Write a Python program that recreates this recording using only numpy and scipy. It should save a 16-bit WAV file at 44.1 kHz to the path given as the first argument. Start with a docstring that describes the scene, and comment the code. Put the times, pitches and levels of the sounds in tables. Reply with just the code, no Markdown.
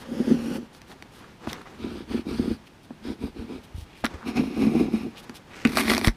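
"""Smoothing a decal onto a car window

A plastic squeegee smooths a vinyl decal onto a car's rear window, outdoors on a calm day.
The blade sticks and slips: random bursts of tiny pushes drum the pane, and finer grains make the edge hiss.
Sleeves and fingers brush between strokes, as noise that swells and fades. The blade is set down with knocks.
One last hard stroke crackles across the decal in coarse grains and snaps off its edge.
"""
import sys
import numpy as np
from scipy import signal
from scipy.fft import rfft, irfft
from scipy.io import wavfile
from scipy.ndimage import uniform_filter1d, minimum_filter1d, map_coordinates

SR = 44100
rng = np.random.default_rng(int(sys.argv[2]) if len(sys.argv) > 2 else 0)


def dump_mix(stems):
    """Bounce the given channels to the path in sys.argv[1] as a 16-bit WAV at rate SR."""
    frames = np.atleast_2d(stems).T  # one column per channel
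    limited = np.clip(frames, -1, 1)  # hard clip at full scale
    pcm = np.round(limited * 32767).astype(np.int16)
    wavfile.write(sys.argv[1], SR, pcm)


N = 271876

TIME = np.arange(N) / SR  # seconds
TAPS = 8192  # length of each impulse response, in samples
BINS = np.maximum(np.arange(TAPS // 2 + 1) * SR / TAPS, 1)  # frequencies of a gain curve, in Hz

# Levels in the tables are relative: the functions that play them set the final balance.


# the first, slow stroke: [t/s, pane drumming level/dB, edge hiss level/dB, fine treble hiss level/dB]
FIRST_STROKE = [(0.06, -48, -55, -68), (0.122, -28, -51, -61), (0.152, -38, -50, -61),
                (0.214, -23, -48, -59), (0.24, -31.5, -48, -60), (0.32, -19.5, -43.5, -54),
                (0.362, -26, -50.5, -60), (0.57, -28.5, -45, -52), (0.598, -32.5, -59, -71),
                (0.66, -48, -62, -73)]
# colour of its edge hiss: [f/Hz, level/dB]
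FIRST_EDGE = [(310, -38), (520, 2.5), (595, -5.5), (622, -14), (831, -8), (1040, -18), (1120, -16.5),
              (1420, -17.5), (2220, -19.5), (2680, -19), (3800, -25), (5550, -24), (7500, -34.5),
              (9750, -62), (16500, -120)]


def first_stroke():
    """The slow opening stroke, with the pane's higher modes held back."""
    return smoothing(FIRST_STROKE, FIRST_EDGE, tilt_db=-6.5, rumble_db=-22)


# quick strokes with the elbow raised: [start t/s, length t/s, pane drumming level/dB,
# edge hiss level/dB, fine treble hiss level/dB, lifted band of the edge hiss f/Hz]
SHORT_STROKES = [(1.772, 0.29, -33, -48, -64.5, 3600), (2.068, 0.17, -29, -44, -59, 2480),
                 (2.245, 0.34, -29.5, -45, -57, 4700), (3.019, 0.15, -31, -46.5, -60, 4600),
                 (3.18, 0.14, -32.5, -49.5, -60.5, 4600), (3.335, 0.15, -34.5, -52.5, -66, 3200),
                 (3.462, 0.16, -35, -52.5, -67, 3270)]
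# colour of their edge hiss: [f/Hz, level/dB]
SHORT_EDGE = [(530, -30), (900, 0), (983, 4.5), (1070, -6), (1240, 0), (1590, -4.5), (2020, -7.5),
              (2300, 0.5), (2680, -6.5), (4030, -6.5), (5260, -10.5), (6570, -20.5), (7500, -24),
              (9750, -34), (16500, -120)]
# time to build pressure, its slow sag, time to let go
PRESS_S, SAG_DB_PER_S, LIFT_S = 0.049, 8.5, 0.062


def quick_strokes():
    """Drumming, rumble and hiss of a quick stroke all follow one press, sag and lift."""
    pane_sound = judder(1, undb(-11.5), tilt_db=7)
    treble = vinyl_hiss(hz=8500, lift=0.54)
    out = 0
    for s, length, drum_db, hiss_db, fine_db, hz in SHORT_STROKES:
        age = np.clip(TIME - s, 0, length)
        press_and_lift = np.minimum(np.minimum(age / PRESS_S, (length - age) / LIFT_S), 1)
        pressure = press_and_lift ** 1.07 * undb(-SAG_DB_PER_S * age)
        lifted_band = 1 + 0.46 * resonances([(hz, 1100, 0)])
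        edge = edge_hiss(colour(SHORT_EDGE) * lifted_band)
        stroke = undb(drum_db) * pane_sound + undb(hiss_db) * edge + undb(fine_db) * treble
        out = out + pressure * stroke
    return out


# the long stroke out to the side: [t/s, pane drumming level/dB, edge hiss level/dB, fine treble hiss level/dB]
LONG_STROKE = [(4.245, -45, -57, -75), (4.279, -23, -37, -50.5), (4.339, -37, -52, -70),
               (4.371, -20, -33, -50.5), (4.425, -25, -47, -60), (4.533, -34, -50, -65),
               (4.623, -16.5, -38, -51), (4.701, -25, -47, -60), (4.807, -18, -42, -54),
               (4.907, -32.5, -54, -69), (4.941, -24, -45, -56), (5.023, -31.5, -49, -63),
               (5.067, -28, -55.5, -68), (5.12, -45, -62, -75)]
# colour of its edge hiss: [f/Hz, level/dB]
LONG_EDGE = [(350, -21), (600, -23), (646, -10), (711, 0), (916, -10), (1130, -10.5), (1590, -18),
             (1920, -14.5), (2200, -8.5), (2470, -9.5), (3020, -19.5), (3220, -16), (3500, -18),
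             (5400, -21), (7500, -34.5), (9750, -61), (16500, -120)]


def long_stroke():
    """The long stroke out to the side, with more of the pane's higher modes than the first."""
    return smoothing(LONG_STROKE, LONG_EDGE, tilt_db=-2.0, rumble_db=-19.5)


# the last hard stroke: [t/s, pane drumming level/dB, edge rasp level/dB, fine treble hiss level/dB]
HARD_STROKE = [(5.685, -25.5, -39, -54), (5.743, -31.5, -36.5, -46), (5.777, -26, -24.5, -32),
               (5.803, -27, -24, -30.5), (5.843, -29.5, -33.5, -47.5), (5.905, -21, -22.5, -34),
               (6.009, -30, -38.5, -50), (6.031, -28, -36.5, -52), (6.049, -35, -27.5, -36),
               (6.066, -26.5, -26, -30)]
# resonances of the hard-pressed plastic blade: [f/Hz, width f/Hz, level/dB]
BLADE = [(658, 145, 0.5), (1094, 1020, -1.5), (1950, 530, -0.5), (2320, 490, -2), (3600, 1300, -6.5),
         (4370, 1040, -7), (5490, 1480, -10.5), (10100, 6400, -20)]


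def scraping():
    """Pressed hard, the edge rasps in coarse grains that ring the plastic, with sharper cracks among them."""
    drum, hiss, fine = follow(HARD_STROKE)
    chatter = undb(2.4 * walk(rate=330))
    # two parts of the edge take turns in gripping, each with a slightly different stiffness
    grip = .5 + .5 * np.tanh(1.7 * walk(rate=30))
    rasp = 0
    for share, stiff in [(grip, .97), (1 - grip, 1.03)]:
        modes = [(hz * stiff, width, db) for hz, width, db in BLADE]
        rasp = rasp + np.sqrt(share) * ring(chatter * grains(rate=2600, spread_db=1.0), resonances(modes))
    cracks = ring(grains(rate=140, spread_db=2.5), resonances(BLADE))
    treble = ring(chatter * grains(rate=8000, spread_db=2.5), colour(FINE))
    surface = hiss * (undb(-3) * rasp + undb(-8) * cracks) + undb(-1.5) * fine * treble
    return judder(drum, undb(-16) * drum, tilt_db=3) + surface


def smoothing(stroke, edge_colour, tilt_db, rumble_db):
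    """A slow stroke: edge and vinyl hiss, and the body's rumble follows the drumming of the pane."""
    drum, hiss, fine = follow(stroke)
    surface = undb(0.2) * hiss * edge_hiss(colour(edge_colour)) + fine * vinyl_hiss(hz=10200, lift=0.3)
    return judder(drum, undb(rumble_db) * drum, tilt_db) + surface


# resonances of the car body: [f/Hz, width f/Hz, level/dB]
BODY = [(43, 20, -3), (75, 43, 3.5), (135, 100, -16)]


def judder(drum, rumble, tilt_db):
    """Stick-slip of the blade comes in short bursts that drum the pane and shake the car body."""
    glass = even(ring(grains(rate=260, spread_db=3.0), pane(tilt_db)), seconds=0.015)
    bursts = unit(undb(2.2 * walk(rate=90)))
    body = even(ring(grains(rate=240, spread_db=4.5), resonances(BODY)), seconds=0.056)
    return undb(-0.5) * drum * bursts * glass + undb(1.0) * rumble * body


# resonances of the window pane: [f/Hz, width f/Hz, level/dB]
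PANE = [(154, 17.6, -11), (229.6, 50.3, 1.5), (264.7, 63, -3.5), (321, 118, -10), (361.6, 62, -9.5),
        (438.4, 79, -15), (677, 330, -28), (1140, 410, -67)]


def pane(tilt_db):
    """Gain of the pane; where it is touched favours lower or higher modes (dB per octave, up to 350 Hz)."""
    return resonances([(hz, width, db + tilt_db * np.log2(min(hz, 350))) for hz, width, db in PANE])


def edge_hiss(gain):
    """Fine grains hiss from the gliding edge with a random flutter; rms 1 from 1.5 to 6 kHz."""
    flutter = undb(0.93 * walk(rate=120))
    direct = ring(flutter * grains(rate=9000, spread_db=1.5), gain)
    edge = reflect(direct, share=0.33, lag=0.000691, drift=0.13)
    band = signal.butter(4, [1500, 6000], "band", fs=SR, output="sos")
    return edge / signal.sosfilt(band, edge).std()


def reflect(x, share, lag, drift):
    """The hand over the blade throws the hiss back; as it moves, the bands of colour glide."""
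    late = np.arange(N) - SR * lag * np.exp(drift * walk(rate=6))
    return unit(x + share * map_coordinates(x, [late], order=3))


# colour of the finest vinyl hiss: [f/Hz, level/dB]
FINE = [(6000, -29), (7400, -8.5), (8700, 1), (10300, -1), (12000, -2.5), (15300, -11.5)]


def vinyl_hiss(hz, lift):
    """The finest hiss of the vinyl, made of dense grains and lifted around hz."""
    flutter = undb(1.0 * walk(rate=150))
    gain = colour(FINE) * (1 + lift * resonances([(hz, 1400, 0)]))
    return ring(flutter * grains(rate=10000, spread_db=2.5), gain)


# the blade catches and lets go: [t/s, pane peak level/dB]
SLIPS = [(0.118, -20), (0.201, -13), (0.279, -12), (0.311, -9), (0.319, -8), (0.342, -14), (0.583, -20.5),
         (1.844, -19.5), (2.145, -13), (2.267, -16), (2.312, -18), (2.395, -9.5), (2.42, -19), (2.443, -17),
         (2.477, -13), (2.512, -13.5), (3.101, -21), (3.237, -16), (3.5, -23), (4.393, -10.5), (4.62, -13),
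         (4.668, -10), (4.682, -16), (4.752, -10), (4.808, -5.5), (4.938, -10.5)]
# the blade is set down on the glass:
# [t/s, slap peak level/dB, pane peak level/dB, slap centre f/Hz, swell time of the slap's crunch t/s]
KNOCKS = [(1.4719, -20.5, -20.5, 657, 0.0016), (2.9058, -31, -28, 640, 0.0008),
          (4.0399, -14, -24, 417, 0.0011), (4.044, -15, -17.5, 1310, 0.0029),
          (5.295, -35, -30.5, 900, 0.0018), (5.6509, 4.5, -5, 1580, 0.00057)]


def pane_blows():
    """Big slips and landings ring the pane; a landing also slaps the blade flat on the glass."""
    out = np.zeros(N)
    for s, db in SLIPS:
        dulled_pane = pane(tilt_db=0) * colour([(400, 0), (800, -8)])
        add(out, s, undb(db - 2.5) * blow(dulled_pane, crunch=.3, seconds=.003))
    for s, slap_db, pane_db, hz, seconds in KNOCKS:
        add(out, s, undb(pane_db) * blow(pane(tilt_db=-3), crunch=0.77, seconds=0.0041))
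        add(out, s, undb(slap_db) * blow(resonances([(hz, 1.06 * hz, 0)]), crunch=2.9, seconds=seconds))
    return out


# the hard edge clicks on the vinyl: [t/s, peak level/dB, treble lift at 8 kHz level/dB]
TICKS = [(0.7485, -33, 1), (0.817, -34, -3), (0.9164, -32, -16), (1.024, -27.5, 1), (1.5305, -19.5, 3.5),
         (1.6164, -36, 1), (4.046, -19.5, 7), (4.0547, -14.5, 6.5), (4.0635, -16.5, -10), (4.141, -38, -1),
         (5.2953, -27.5, 5), (5.6729, -20, 5), (5.7713, -5, -2), (5.8813, -11, -16), (5.8984, -7, -7),
         (5.904, -7, -7), (5.9173, -7.5, -1), (5.9355, -8, 3), (5.9485, -10, 4), (5.967, -12.5, -3),
         (5.9791, -10, 1), (6.013, -17, -7), (6.046, -9, -9), (6.072, 0.5, 6), (6.0812, -2.5, -4)]


def ticks():
    """The edge snaps over ridges of the decal; the glass answers faintly."""
    out = np.zeros(N)
    for s, db, treble_db in TICKS:
        tilt = colour([(600, -0.5), (2500, -0.047), (8000, treble_db)])
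        add(out, s, undb(db) * blow(resonances(BLADE) * tilt, crunch=10, seconds=0.00054))
        add(out, s, undb(db - 16) * blow(pane(tilt_db=6.5), crunch=0.51, seconds=0.0026))
    return out


def snap_off(s, db):
    """The blade shoots off the decal's end, and the hand behind it bumps the glass: a low thud."""
    out = np.zeros(N)
    low_modes = [(44, 33, 0.0), (103, 105, -1.0), (189, 140, -11)]
    add(out, s, undb(db) * blow(resonances(low_modes), crunch=0.23, seconds=0.003))
    return out


# the edge or a fingertip skids briefly: [start t/s, length t/s, level/dB, centre f/Hz]
SKIDS = [(0.912, 0.022, -51, 1200), (1.236, 0.015, -47, 1200), (1.482, 0.036, -43, 3100),
         (1.535, .06, -48, 1600), (1.608, 0.017, -42, 1170), (1.654, 0.021, -42, 1200),
         (2.665, 0.017, -53, 2550), (3.858, 0.23, -56, 2500), (4.053, 0.017, -30.5, 1550),
         (4.176, 0.092, -46, 1090), (5.156, 0.042, -45, 2830), (5.5, .2, -47, 2000), (5.54, .13, -55, 5500),
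         (5.77, .05, -26, 2000)]


def skids():
    """Short gritty scuffs: sparse grains ring one broad resonance."""
    out = 0
    for s, length, db, hz in SKIDS:
        grit = ring(grains(rate=1300, spread_db=3.5), resonances([(hz, 0.7 * hz, 0)]))
        out = out + sweeps([(s, length, db)], power=.5) * grit
    return out


# dull thumps of the hands on the car: [t/s, peak level/dB]
THUMPS = [(1.473, -31), (1.845, -31), (2.395, -23), (2.509, -25), (3.238, -24), (3.39, -27.5), (3.746, -25),
          (3.781, -25.5), (3.82, -31), (4.032, -32), (4.143, -27.5)]


def thumps():
    """Soft, heavy contacts move the whole body panel."""
    out = np.zeros(N)
    for s, db in THUMPS:
        add(out, s, undb(db - 2.0) * blow(resonances(BODY), crunch=0.74, seconds=0.0011))
    return out


# the sleeve swishes as an arm moves: [start t/s, length t/s, level/dB]
SWISHES = [(-0.05, 0.12, -47), (0.6, 0.5, -57.5), (0.895, 0.049, -51.5), (1.11, 0.23, -53.5),
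           (1.405, 0.13, -47), (1.49, 0.15, -47), (1.64, 0.16, -51), (3.8, 0.29, -60.5), (4.04, 0.21, -49),
           (5.11, 0.32, -51), (5.46, 0.31, -50)]
# colour of the sleeve cloth: [f/Hz, level/dB]
CLOTH = [(40, -2), (90, 2.5), (200, 8), (400, 7.5), (600, 1.5), (950, 2.5), (1700, -1.5), (3000, -10),
         (5000, -14.5), (8000, -22), (15000, -54)]
# fingertips skim the vinyl: [start t/s, length t/s, level/dB]
BRUSHES = [(-0.02, 0.06, -58), (0.72, 0.076, -63), (0.865, 0.073, -63), (1.11, 0.11, -63.5),
           (1.465, 0.08, -57.5), (2.655, 0.032, -64), (2.825, 0.04, -65), (3.63, 0.034, -60.5),
           (3.74, 0.11, -59), (3.95, 0.086, -63.5), (5.17, 0.047, -55.5), (5.225, 0.027, -60.5),
           (5.34, 0.045, -52.5)]
# colour of skin sliding on vinyl: [f/Hz, level/dB]
SKIM = [(1500, -12), (3000, 7.5), (5500, 1.5), (7200, -5), (9500, -0.5), (12000, -5), (15300, -10)]


def arms():
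    """Cloth rubs on cloth with a trace of fine hiss, and fingertips skim the vinyl."""
    sleeve = sweeps(SWISHES, power=0.35)
    fingers = sweeps(BRUSHES, power=0.8)
    cloth = ring(undb(1.7 * walk(rate=66)) * grains(rate=5000, spread_db=0.5), colour(CLOTH))
    skim = ring(grains(rate=9000, spread_db=4.5), colour(SKIM))
    return undb(3) * sleeve * cloth + (undb(5.5) * fingers + undb(-17.5) * sleeve) * skim


# colour of the outdoor air: [f/Hz, level/dB]
AIR = [(18, -28), (30, -2.5), (216, 1), (645, -11.5), (859, -9), (1090, -13), (2920, -18), (5440, -25.5),
       (7240, -31), (9390, -31.5), (15000, -40)]


def open_air():
    """Faint outdoor hush: coloured noise that wavers a little."""
    wavering = rng.standard_normal(N) * undb(0.81 * walk(rate=4.41))
    return undb(-50.5) * ring(wavering, colour(AIR))


def scatter(x, db, decay):
    """Brief reflections from the car, the arms and the ground: a decaying noise tail without bass."""
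    t = np.arange(TAPS) / SR
    tail = rng.standard_normal(TAPS) * np.exp(-t / decay) * (t > .002)
    tail = signal.sosfilt(signal.butter(2, 600, "high", fs=SR, output="sos"), tail)
    return x + undb(db) * signal.fftconvolve(x, tail / np.linalg.norm(tail))[:N]


def follow(stroke, fade=0.021):
    """One gain curve for each dB column of a stroke, fading to silence before and after it."""
    s, *columns = np.transpose(stroke)
    contact = np.clip(np.minimum(TIME - s[0], s[-1] - TIME) / fade + 1, 0, 1)
    return [contact * undb(np.interp(TIME, s, db)) for db in columns]


def sweeps(moves, power):
    """Gain of light hand movements: each speeds up and slows down in one arch."""
    out = 0
    for s, length, db in moves:
        progress = np.clip((TIME - s) / length, 0, 1)
        out = out + undb(db) * np.abs(np.sin(np.pi * progress)) ** power
    return out


def grains(rate, spread_db):
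    """Tiny releases of a rough contact, at random moments (rate per second) and of uneven size."""
    size = undb(spread_db * np.minimum(rng.exponential(size=N), 4))
    return (rng.random(N) < rate / SR) * size * rng.choice([-1, 1], N)


def walk(rate):
    """Smooth random wandering at rms 1, from so many fresh values per second."""
    k = int(SR / rate)
    steps = np.repeat(rng.standard_normal(N // k + 1), k)
    return unit(uniform_filter1d(uniform_filter1d(steps, k), k)[:N])


def even(x, seconds):
    """Hold a vibration near rms 1: steady hand pressure feeds it as fast as it dies."""
    k = int(seconds * SR)
    power = uniform_filter1d(uniform_filter1d(x ** 2, k), k)
    return x / np.sqrt(power + 1e-3)


def blow(gain, crunch, seconds):
    """One blow, peak 1: a clean push and a crunch of the contact that swells and dies."""
    t = np.arange(TAPS) / SR
    contact = rng.standard_normal(TAPS) * t * np.exp(-t / seconds)
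    force = crunch * contact / np.linalg.norm(contact)
    force[0] += 1
    sound = signal.fftconvolve(force, causal(gain))[:TAPS]
    return sound / np.abs(sound).max()


def add(out, s, sound):
    """Mix a sound in at time s."""
    i = int(np.clip(s * SR, 0, N - 1))
    out[i:i + len(sound)] += sound[:N - i]


def ring(force, gain):
    """Sound of a body driven by a force, at rms 1."""
    return unit(signal.fftconvolve(force, causal(gain))[:N])


def causal(gain):
    """The most prompt impulse response with this shape of gain (minimum phase, by folding the cepstrum)."""
    cepstrum = irfft(np.log(gain / gain.max() + 1e-5))
    cepstrum[1:TAPS // 2] *= 2
    cepstrum[TAPS // 2 + 1:] = 0
    return irfft(np.exp(rfft(cepstrum)))


def resonances(modes):
    """Gain of overlapping steep resonances (Hz, width in Hz, dB), summed as powers."""
    power = 0
    for hz, width, db in modes:
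        detuning = (BINS / hz - hz / BINS) * hz / width
        power = power + (undb(db) / (1 + detuning ** 2)) ** 2
    return np.sqrt(power)


def colour(points):
    """Gain through (Hz, dB) points."""
    hz, db = np.transpose(points)
    return undb(np.interp(np.log(BINS), np.log(hz), db))


def unit(x):
    """Scale to rms 1."""
    return x / np.sqrt(np.mean(x ** 2))


def undb(db):
    """Decibels to gain."""
    return 10 ** (np.asarray(db) / 20)


def scene():
    """All the work on the window, heard from close by."""
    strokes = first_stroke() + quick_strokes() + long_stroke() + scraping()
    contacts = pane_blows() + ticks() + snap_off(s=6.074, db=-2.5) + skids() + thumps()
    work = strokes + contacts + arms()
    return (scatter(work, db=-13.5, decay=0.012) + open_air())[None]


def record(dry):
    """A very fast limiter holds the loudest peaks down; the top is cut."""
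    ceiling = .43  # highest amplitude that leaves the limiter
    need = ceiling / np.maximum(np.abs(dry), ceiling)
    gain = uniform_filter1d(minimum_filter1d(need, size=49), size=49)
    top_cut = signal.ellip(10, .2, 80, 15400, fs=SR, output="sos")
    return signal.sosfilt(top_cut, dry * gain)


dry = scene()
out = record(dry)
dump_mix(out)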